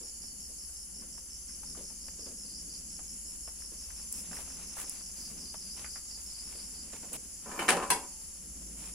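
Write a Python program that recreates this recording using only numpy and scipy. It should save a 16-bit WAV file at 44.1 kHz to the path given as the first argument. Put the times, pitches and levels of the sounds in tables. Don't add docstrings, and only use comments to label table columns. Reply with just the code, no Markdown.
import sys
import numpy as np
from scipy import signal
from scipy.fft import rfft, irfft, next_fast_len
from scipy.io import wavfile
from scipy.ndimage import uniform_filter1d

SR = 44100
rng = np.random.default_rng(int(sys.argv[2]) if len(sys.argv) > 2 else 0)


def generate_wav(sig):
    pcm = np.round(np.clip(np.atleast_2d(sig).T, -1, 1) * 32767).astype(np.int16)
    wavfile.write(sys.argv[1], SR, pcm)


N = 394254

TIME = np.arange(N) / SR
FAR_M, NEAR_M = 18, 4.2
STOP_S, SLOWING_S = 7.2, .2

# f/Hz, correlation
COHERENCE = [(25, .8), (60, .85), (150, .95), (600, .95), (1400, .72), (3000, .35), (6000, 0), (16000, 0)]
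# f/Hz, left minus right/dB
BARROW_BALANCE = [(200, 1), (1300, 0), (4400, 2.5), (9000, 0), (15000, 19)]
# f/Hz, level/dB
GRIT_SPECTRUM = [(250, -9), (450, -4), (900, -2), (1800, -5), (2700, 0), (3400, -6), (4200, -6), (9000, -5),
                 (15000, -23)]
# f/Hz, level/dB
CRISP_SPECTRUM = [(2000, -44), (4500, -23), (7500, 5), (10500, 8.5), (12500, -2.5), (15500, -9)]


def gain_of(db):
    return 10 ** (np.asarray(db) / 20)


def evened(x):
    return x / np.sqrt(np.mean(x ** 2) + 1e-20)


def read(points, hz):
    f, value = np.transpose(points)
    return np.interp(np.log(hz + 1), np.log(f + 1), value)


def level(rows, axis=1):
    rows = np.asarray(rows)
    return gain_of(np.interp(TIME, rows[:, 0], rows[:, axis]))


def add(mix, s, sound):
    part = mix[:, max(round(s * SR), 0):][:, :sound.shape[-1]]
    part += sound[..., :part.shape[1]]


def noise(spectrum, size=N, grain_db=0, side=None):
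    hz = np.fft.rfftfreq(size, 1 / SR)
    grains = gain_of(grain_db * np.minimum(rng.exponential(1, size), 7))
    mid, wide = rfft(rng.standard_normal((2, size)) * grains)
    same = np.clip(read(COHERENCE, hz), -1, 1)
    z = mid * np.sqrt(1 + same) + np.outer([1, -1], wide * np.sqrt(1 - same))
    if side is not None:
        z = z * gain_of(np.outer([.5, -.5], read(side, hz)))
    return evened(irfft(z * gain_of(read(spectrum, hz)), size))


def wander(rate_hz, size=N):
    hz = np.fft.rfftfreq(size, 1 / SR)
    return evened(irfft(rfft(rng.standard_normal(size)) * np.exp(-(hz / rate_hz) ** 2), size))


def dying(t, t60):
    return np.exp(-np.log(1000) * t / np.maximum(t60, 1e-3))


def burst(spectrum, t60, rise, grain_db=0, side=None):
    t = np.arange(SR // 2) / SR
    return noise(spectrum, len(t), grain_db, side) * dying(t, t60) * (1 - np.exp(-t / max(rise, 1e-5)))


def ring(modes, t, split=.0043, uneven_db=2):
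    hz, db, t60 = np.transpose(modes * 2)[:, :, None]
    below_above = np.repeat([-1, 1], len(modes))[:, None]
    hz = hz * (1 + split * below_above * rng.uniform(.52, 1, hz.shape))
    force = gain_of(db + uneven_db * rng.standard_normal(hz.shape))
    skew = np.arccos(read(COHERENCE, hz)) * rng.choice([-.5, .5], hz.shape)
    phase = 2 * np.pi * (hz * t + rng.random(hz.shape))
    envelopes = force / np.linalg.norm(force) * np.sqrt(2) * dying(t, t60)
    return np.array([(envelopes * np.sin(phase + sign * skew)).sum(0) for sign in (1, -1)])


def grove(x, wet_db, t60, pan_db=0):
    t = np.arange(SR // 2) / SR
    taps = rng.standard_normal((2, len(t))) * dying(t, t60)
    taps *= gain_of(wet_db) / np.linalg.norm(taps[0])
    taps[:, 0] += 1
    balance = gain_of([[pan_db / 2], [-pan_db / 2]])
    return balance * signal.fftconvolve(x, taps / np.linalg.norm(taps[0]), axes=1)[:, :N]


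def hum(hz, db):
    amplitude = np.sqrt(2) * gain_of(db + 1.3 * wander(3))
    return amplitude * np.sin(2 * np.pi * (np.cumsum(hz * np.ones(N)) / SR + rng.random()))


def far_engine():
    # t/s, firing rate/Hz, level of the third order/dB
    idle_course = [(0, 17.25, -61.5), (3.2, 17.3, -58), (3.5, 17.7, -57.5), (8.35, 17.7, -62),
                   (8.52, 17.7, -53), (8.94, 17.7, -53)]
    # multiple of the firing rate, level/dB
    weak_orders = [(2, -68.5), (4, -67)]
    s, firing_hz, main_db = np.transpose(idle_course)
    rate_hz = np.interp(TIME, s, firing_hz) * (1 + .0035 * wander(2.84))
    main = hum(3 * rate_hz, np.interp(TIME, s, main_db))
    return main + sum(hum(k * rate_hz, db) for k, db in weak_orders)


def grove_air():
    # f/Hz, level/dB
    air_spectrum = [(20, 17), (100, 5), (300, 0.5), (600, -8.5), (1200, -11.5), (2200, -9.5), (2550, -15),
                    (3050, -1.5), (3300, -22), (3900, -27), (8000, 0.5), (11800, -23.5), (12750, -2),
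                    (13200, 0), (14200, -5.5), (15400, -14), (16200, -35)]
    rumble_spectrum = [(15, -21), (35, -2), (65, 6.5), (85, -2), (130, -23), (300, -54)]
    rush_spectrum = [(80, -23), (130, -6.5), (175, 2), (250, -1), (340, -11), (600, -18), (1200, -40)]
    # t/s, level/dB
    rush_swells = [(0.1, -70), (0.24, -60), (0.82, -69), (1.0, -57.5), (1.36, -64), (1.78, -57),
                   (1.96, -61), (2.61, -58), (3.97, -66), (4.31, -53.5), (4.41, -60), (5.19, -62.5),
                   (5.35, -55), (6.08, -66.5), (7.16, -55), (7.3, -62.5), (8.2, -67), (8.672, -54.5),
                   (8.94, -60)]
    rumble = hum(hz=67.8, db=-67) + gain_of(-64.5) * noise(rumble_spectrum)
    rush = level(rush_swells) * noise(rush_spectrum) * gain_of(1.46 * wander(13))
    return gain_of(-58.5) * noise(air_spectrum) + rumble + rush


def whines():
    # start t/s, length/s, first f/Hz, last f/Hz, level/dB
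    whine_glides = [(0, .9, 12150, 12300, -72), (0, .9, 11700, 11790, -75), (3, 2.3, 12360, 12110, -72),
                    (3.1, 1.1, 11590, 11890, -73), (4.2, 1.2, 12030, 12330, -73),
                    (5.1, 1.8, 12120, 11990, -70.5), (6.9, 1.5, 11980, 11890, -72),
                    (8.35, .59, 11560, 11700, -71), (0, 8.94, 7576, 7576, -66)]
    out = np.zeros((1, N))
    for s, length, from_hz, to_hz, db in whine_glides:
        size = int(length * SR)
        jitter = 1 + .003 * wander(200, next_fast_len(size))[:size]
        hz = np.linspace(from_hz, to_hz, size) * jitter
        tone = np.sin(2 * np.pi * np.cumsum(hz) / SR) * signal.windows.tukey(size, .2)
        add(out, s, gain_of(db) * evened(tone))
    return grove(out, wet_db=0, t60=.3)


def far_trill(pitch_hz=6110, pulse_hz=32.4):
    # t/s, relative level/dB
    trill_swells = [(0, -77), (1, -58), (1.3, -51), (3.1, -53), (3.4, -78), (3.8, -49.5), (5.8, -49),
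                    (6.2, -56), (8.94, -60)]
    hz = pitch_hz * (1 + .002 * wander(.6) + .01 * wander(260))
    pulsing = 1 + .5 * np.sin(2 * np.pi * pulse_hz * TIME)
    trill = evened(np.sin(2 * np.pi * np.cumsum(hz) / SR) * pulsing)
    return gain_of(-6.5) * level(trill_swells) * grove(trill[None], wet_db=-2, t60=.3)


def shimmer(chorus, depth_db):
    bands = signal.stft(chorus, SR, nperseg=1024)[2]
    patches = uniform_filter1d(rng.standard_normal(bands.shape[1:]), size=2, axis=0)
    patches = evened(uniform_filter1d(patches, size=50, axis=1))
    return evened(signal.istft(bands * gain_of(depth_db * patches), SR, nperseg=1024)[1][:, :N])


def cicadas(heave_period_s=.81, crest_s=.07):
    # f/Hz, level/dB
    low_spectrum = [(3700, -26.5), (4250, -24), (4550, -4.5), (4800, -9.5), (5400, 0), (5900, -8.5),
                    (6400, -1), (7150, 3.5), (7600, -1.5), (8050, -6.5), (8350, 1), (8650, -23),
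                    (9500, -53)]
    high_spectrum = [(8200, -65), (8650, -18), (9000, -4.5), (9300, -4.5), (9700, 1.5), (10400, 0.5),
                     (10900, -5), (11200, -12.5), (11500, -49), (12500, -50)]
    # f/Hz, left minus right/dB
    chorus_balance = [(4500, 5), (7000, -3.5), (8300, 0.5), (9000, -7), (9700, -2), (10400, 11.5),
                      (11100, 11.5), (12000, -3)]
    # t/s, relative level of the low chorus/dB, of the high chorus/dB
    drone_course = [(0, -49, -52), (1, -50, -51), (1.7, -48.5, -52), (4.3, -49, -50), (6.9, -48.5, -51.5),
                    (7.3, -48.5, -53), (8.94, -50, -52)]
    low = shimmer(noise(low_spectrum, grain_db=1.8, side=chorus_balance), depth_db=3.3)
    high = shimmer(noise(high_spectrum, grain_db=1.1, side=chorus_balance), depth_db=2)
    heave_db = .8 * np.cos(2 * np.pi * (TIME - crest_s) / heave_period_s)
    low *= level(drone_course, axis=1) * gain_of(1 + .5 * wander(27))
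    high *= level(drone_course, axis=2) * gain_of(3.5 + heave_db + .4 * wander(44))
    return low + high


def chirp(length_s, hz, strokes_hz, sag, rough, sharp):
    t = np.arange(int(length_s * SR)) / SR
    strokes = t * strokes_hz
    progress = strokes % 1
    force = gain_of(.16 * rng.standard_normal(32))[strokes.astype(int)]
    pitch_hz = hz * (1 - sag * (progress - .5) + rough * wander(490, size=16384)[:len(t)])
    pulses = force * np.abs(np.sin(np.pi * progress)) ** sharp
    tone = np.sin(2 * np.pi * np.cumsum(pitch_hz) / SR)
    return evened(pulses * tone * signal.windows.tukey(len(t), .1))


def crickets(beat_s=.17675, syllable_s=.0341, spacing_s=.0435, grow_db=2.2):
    # middle of the last syllable t/s, syllables, level of the last/dB
    answer_calls = [(2.083, 3, -55), (2.258, 2, -50), (2.55, 3, -45.5), (2.75, 2, -47), (5.0, 2, -52),
                    (5.26, 3, -44.5), (5.5, 3, -44.5), (5.71, 3, -44.5), (5.95, 3, -44.5),
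                    (6.157, 2, -45.5), (6.4, 3, -44.5), (6.6, 2, -46.5), (6.803, 2, -47)]
    regular, answering = np.zeros((2, 1, N))
    for k in range(38):
        lag_s = .043 * (1 - np.exp(-k / 4))
        pulses = chirp(.075, hz=5360, strokes_hz=80, sag=.25, rough=.02, sharp=5.5)
        add(regular, .0285 + k * beat_s + lag_s, gain_of(-51.2 + .5 * rng.standard_normal()) * pulses)
    for last_s, count, db in answer_calls:
        for k in range(count):
            pulses = chirp(syllable_s, hz=4900, strokes_hz=88, sag=.19, rough=.025, sharp=2.5)
            pulses *= signal.windows.tukey(len(pulses), .6)
            add(answering, last_s - k * spacing_s - syllable_s / 2, gain_of(db - k * grow_db) * pulses)
    regular = grove(regular, wet_db=-4, t60=.24, pan_db=-2.5)
    return regular + grove(answering, wet_db=1, t60=.36, pan_db=-1)


def nearness(s):
    return NEAR_M / np.interp(s, [0, STOP_S], [FAR_M, NEAR_M])


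def crunch(length_s, body_db, crisp_db):
    size = 16384
    body = gain_of(body_db) * noise(GRIT_SPECTRUM, size, grain_db=3)
    crisp = gain_of(crisp_db) * noise(CRISP_SPECTRUM, size, grain_db=2)
    clumps = (body + crisp) * gain_of(2.2 * wander(110, size) - 1)
    press = signal.windows.tukey(int(length_s * SR), .6)
    return clumps[:, :len(press)] * press


def litter(first_step_s=.85, step_s=.409):
    # t/s, length/s, body level/dB, crisp level/dB
    leaf_crunches = [(4.081, 0.18, -63, -45), (4.297, 0.15, -56, -48), (4.753, 0.1, -49.5, -41.5),
                     (4.901, 0.064, -60, -50), (5.117, 0.25, -62, -51.5), (5.743, 0.13, -53, -67),
                     (6.188, 0.11, -75, -52), (6.457, 0.12, -57, -65), (6.91, 0.077, -52.5, -66),
                     (7.122, 0.054, -45, -41), (8.746, 0.2, -55.5, -58)]
    # t/s, level/dB, t60/s
    twig_snaps = [(1.632, -47, .02), (2.083, -44, .02), (4.1258, -22, .009), (4.767, -43, .03),
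                  (4.896, -22.5, .009), (5.54, -47, .025), (7.131, -32.5, .06)]
    out = np.zeros((2, N))
    for s, length_s, body_db, crisp_db in leaf_crunches:
        add(out, s, crunch(length_s, body_db, crisp_db))
    for s, db, t60 in twig_snaps:
        add(out, s, gain_of(db) * burst(CRISP_SPECTRUM, t60, rise=.00015))
    for s in np.arange(first_step_s, STOP_S - SLOWING_S, step_s):
        add(out, s, nearness(s) * crunch(length_s=.072, body_db=-60, crisp_db=-67))
    return out


def tyre_grit(rough_at_s=4.444, rough_width_s=.59):
    rough_db = 11.5 * np.exp(-((TIME - rough_at_s) / rough_width_s) ** 2)
    slowing_db = np.interp(TIME, [STOP_S - SLOWING_S, STOP_S], [0, 5])
    grinding = noise(GRIT_SPECTRUM, grain_db=3) * gain_of(2.4 * wander(22))
    return nearness(TIME) * gain_of(-60.8 + rough_db - slowing_db) * grinding


def load_bumps():
    # t/s, relative level/dB
    bump_events = [(.009, -42), (0.496, -51.5), (1.029, -51), (1.77, -40), (1.789, -42), (2.19, -44),
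                   (2.262, -38.5), (2.305, -51), (3.719, -46.5), (4.314, -53), (4.838, -47), (6.551, -47),
                   (6.931, -45), (7.032, -42), (7.118, -39.5)]
    # f/Hz, level/dB
    bump_spectrum = [(100, -33), (200, 0), (310, 8), (375, 5), (450, 10), (520, 5), (600, 4), (740, -7.5),
                     (1800, -15), (4000, -16), (9000, -36), (15000, -50)]
    out = np.zeros((2, N))
    for s, db in bump_events:
        add(out, s, gain_of(db - 8.5) * burst(bump_spectrum, t60=.24, rise=.00055))
    return out


def frame_ticks():
    # t/s, relative level/dB, centre f/Hz, t60 of the ring/s
    tick_events = [(.237, -50.5, 640, 0.079), (.692, -50, 1300, 0.076), (1.02, -50.5, 1500, .16),
                   (1.179, -44, 1000, 0.046), (1.49, -51.5, 2020, 0.23), (1.632, -43.5, 930, 0.074),
                   (1.748, -49, 1330, 0.29), (1.9, -49.5, 950, 0.12), (2.083, -42.5, 950, 0.039),
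                   (2.085, -46, 2400, .03), (2.991, -43, 940, 0.1), (3.476, -42, 705, 0.11),
                   (3.483, -46.5, 780, .06), (3.62, -48, 1720, 0.039), (3.905, -47.5, 2190, .06),
                   (3.997, -48.5, 1040, 0.054), (4.313, -40, 700, 0.14), (4.33, -39.5, 1500, .09),
                   (4.368, -39.5, 1910, 0.13), (4.387, -42, 800, 0.23), (4.476, -47, 900, .09),
                   (4.502, -45, 1600, 0.088), (4.595, -48, 1370, .09), (4.768, -40.5, 1300, 0.13),
                   (4.78, -41.5, 1730, 0.22), (4.797, -43, 1500, 0.23), (4.84, -43, 900, 0.067),
                   (5.009, -47, 850, 0.067), (5.541, -37.5, 900, 0.082), (5.844, -34, 2070, 0.074),
                   (5.861, -42, 2020, 0.14), (5.957, -40.5, 1710, 0.16), (6.174, -50.5, 820, 0.072),
                   (6.933, -46, 750, 0.25), (7.03, -43, 735, 0.18)]
    out = np.zeros((2, N))
    for s, db, hz, t60 in tick_events:
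        colour = [(hz / 6, -14), (hz / 1.37, -1), (hz * 1.04, 0), (hz * 1.24, -3),
                  (3000, -15), (4200, -25), (12000, -44)]
        click = gain_of(-2.5) * burst(colour, t60=.022, rise=.00051)
        tail = gain_of(-9.5) * burst(colour, t60, rise=.002)
        add(out, s, gain_of(db) * (click + tail))
    return out


def squeak():
    # t/s, level/dB
    squeak_course = [(7.5, -100), (7.55, -64), (7.592, -53), (7.615, -58), (7.65, -54), (7.72, -56),
                     (7.755, -62), (7.8, -100)]
    # f/Hz, level/dB
    squeak_spectrum = [(12000, -45), (12950, -18), (13230, 0), (13600, -12), (14000, -4), (14350, -9),
                       (14700, -40)]
    return level(squeak_course) * noise(squeak_spectrum, side=BARROW_BALANCE) * gain_of(2 * wander(90))


def load_rattle(tray_modes, tray_spectrum, jolts_per_s=140):
    # t/s, relative level/dB
    shift_course = [(7.35, -100), (7.43, -58), (7.47, -50.5), (7.525, -48.5), (7.58, -37), (7.66, -43),
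                    (7.75, -39), (7.83, -34), (7.875, -41), (8.05, -52), (8.3, -100)]
    t = np.arange(SR // 2) / SR
    jolts = rng.standard_normal(N) * (rng.random(N) < jolts_per_s / SR)
    jolts = level(shift_course) * evened(uniform_filter1d(jolts, size=12))
    body = ring(tray_modes, t) * dying(t, t60=.21)
    knocks = signal.fftconvolve(jolts[None], body / np.linalg.norm(body[0]), axes=1)[:, :N]
    grains = level(shift_course) * noise(tray_spectrum, grain_db=4.5) * gain_of(2.2 * wander(70))
    return gain_of(-14.5) * knocks + gain_of(-10) * grains


def landing():
    # t/s, tray level/dB, clatter level/dB, thump level/dB, low-pass f/Hz, rise/s,
    # resonance of the struck spot f/Hz
    landing_blows = [(7.459, -41, -68, -46, 1700, 0.0074, 346), (7.492, -45, -54, -50, 2200, .004, 890),
                     (7.514, -41.5, -48, -54, 2000, .004, 1700), (7.532, -42, -53, -57, 1500, 0.0046, 580),
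                     (7.591, -29.5, -37.5, -42.5, 2880, 0.0013, 2270),
                     (7.604, -37, -43, -50, 2800, .002, 2730), (7.618, -35, -39, -39, 1500, 0.0018, 900),
                     (7.681, -31, -30, -40, 6000, 0.0011, 3030),
                     (7.6875, -23, -20, -34, 9000, 0.00049, 1760), (7.703, -26, -43, -38, 1500, .001, 780),
                     (7.721, -28.5, -32, -34, 1490, .001, 770),
                     (7.765, -27.5, -37.5, -38, 900, 0.0012, 540),
                     (7.772, -36, -50, -45, 1500, .0014, 1080), (7.805, -39.5, -47, -52, 1500, .002, 1120),
                     (7.826, -34.5, -42, -50, 2820, .0016, 1120),
                     (7.9025, -29.5, -33, -35.5, 2010, 0.0063, 810)]
    # f/Hz, level/dB, t60/s
    tray_modes = [(178, -9, 0.66), (230, 0.5, 0.5), (266, -2, 0.75), (345, 4.5, 0.29), (411, -5, 0.43),
                  (470, 1.5, 0.28), (563.4, 1, 0.52), (642, -20, 0.26), (735, 6.5, 0.27), (782, 1, 0.37),
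                  (880, -8, 0.69), (995, 10, 0.215), (1047, 3.5, 0.36), (1146, -10, .3), (1232, 3, 0.18),
                  (1270, -4, 0.29), (1394, 3, 0.244), (1517, 1, 0.22), (1750, 8, 0.13), (1826, 7, 0.08),
                  (2210, -3, 0.23), (2328, 14, 0.075), (2500, -9, .18), (2730, 3, 0.3), (3018, 9.5, 0.2),
                  (4680, -3, 0.19)]
    # f/Hz, level/dB
    tray_spectrum = [(70, -42), (130, -2), (200, 2.5), (300, -5), (420, 1), (720, 4), (1250, 7),
                     (1750, -1.5), (2100, -8), (2600, -1), (3400, -16), (5000, -16), (12000, -50)]
    clatter_spectrum = [(600, -27), (1700, 8), (2600, 4), (4000, -1), (5000, 0), (7000, 0.5), (8600, 4),
                        (10500, 5), (11500, -11), (12500, -18), (15500, -24)]
    thump_spectrum = [(70, -25), (130, -10), (175, -2.5), (270, 1.5), (470, 1), (700, -19), (2000, -45)]
    # f/Hz, t60/s
    ring_times = [(150, 0.43), (500, 0.39), (1200, 0.24), (3000, 0.44), (8000, .22), (15000, .18)]
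    t = np.arange(SR // 2) / SR
    out = load_rattle(tray_modes, tray_spectrum)
    for s, tray_db, clatter_db, thump_db, dull_hz, rise, spot_hz in landing_blows:
        hz, age, bands = signal.stft(noise(tray_spectrum, len(t), side=BARROW_BALANCE), SR, nperseg=256)
        bands *= dying(age, read(ring_times, hz)[:, None])
        dense = signal.istft(bands, SR, nperseg=256)[1][:, :len(t)]
        tray = gain_of(-9) * dense + gain_of(-6) * ring(tray_modes, t, uneven_db=3)
        tray += 2.2 * signal.lfilter(*signal.iirpeak(spot_hz, Q=5, fs=SR), tray)
        tray = signal.lfilter(*signal.butter(2, dull_hz, fs=SR), tray)
        swell = 1 - np.exp(-t / rise)
        contact = gain_of(-2) * dying(t, t60=.05)
        add(out, s, gain_of(tray_db) * (swell + contact) * tray)
        add(out, s, gain_of(thump_db) * burst(thump_spectrum, t60=.3, rise=.0046))
        clatter = burst(clatter_spectrum, t60=.18, rise=rise / 2, grain_db=3, side=BARROW_BALANCE)
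        add(out, s, gain_of(clatter_db) * clatter)
    return out


def spike(drop_s=7.9021, rebound_s=.0025, rebound_loss_db=3, cluster_width_hz=140):
    # f/Hz, level/dB, t60/s
    spike_modes = [(444, -6, 0.35), (770, -6, 0.4), (825, -9, .35), (963, 4.5, 0.33), (990, 5, 0.27),
                   (1054, 4.5, 0.22), (1575, -3, 0.25), (1590, -6, 0.22), (1943, -9.5, 0.28),
                   (1980, -12, 0.26), (2215, -2, .22), (2595, -11, 0.13), (2745, -8.5, 0.31),
                   (3270, -6, 0.25), (3570, -12, 0.36), (4188, -6, 0.26), (4737, -11, .14),
                   (5028, -4, 0.26), (5050, -6, .2), (5760, -4, .24), (5800, -1, 0.13), (6590, -5, .17),
                   (7900, 1, .17), (8100, -3, .16), (8900, 0, 0.25), (9700, 2, 0.29), (9920, 6, .16),
                   (10718, -2, .15)]
    # centre f/Hz, level/dB
    mode_clusters = [(1620, -1), (2050, -4), (2680, 2.5), (3400, -6.5), (4200, -4), (4970, -1), (5750, -4),
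                     (6580, -2), (7150, -6), (7900, 2.5), (8500, 2), (9100, 4), (9880, 0), (10700, 2),
                     (11350, -1)]
    # f/Hz, level/dB
    slap_spectrum = [(300, -16), (1600, 2), (4000, -5), (10000, 4), (12500, -3), (13600, -2), (15500, -8)]
    out = np.zeros((2, N))
    t = np.arange(SR // 2) / SR
    hz = np.arange(0, SR / 2, 20)
    humps = sum(gain_of(db) * np.exp(-.5 * ((hz - centre) / cluster_width_hz) ** 2)
                for centre, db in mode_clusters)
    cluster_spectrum = np.column_stack([hz, 20 * np.log10(humps + 1e-3)])
    sheen = burst(cluster_spectrum, t60=.2, rise=.0003, side=BARROW_BALANCE)
    clank = ring(spike_modes, t, split=.005, uneven_db=1.5) * (1 - np.exp(-t / .0015))
    add(out, drop_s, gain_of(-22.5) * sheen + gain_of(-23) * clank)
    for k in range(3):
        slap = burst(slap_spectrum, t60=.043, rise=.0003, side=BARROW_BALANCE)
        add(out, drop_s + k * rebound_s, gain_of(-28 - k * rebound_loss_db) * slap)
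    return out


def scene():
    insects = cicadas() + crickets() + far_trill() + whines()
    background = far_engine() + grove_air()
    approach = tyre_grit() + load_bumps() + frame_ticks() + litter()
    set_down = landing() + spike() + squeak()
    return background + insects + approach + set_down


def record(dry):
    edge_hz = 15900
    taps = signal.firwin(511, edge_hz, window=("kaiser", 9), fs=SR)
    return signal.oaconvolve(dry, taps[None], "same")


dry = scene()
out = record(dry)
generate_wav(out)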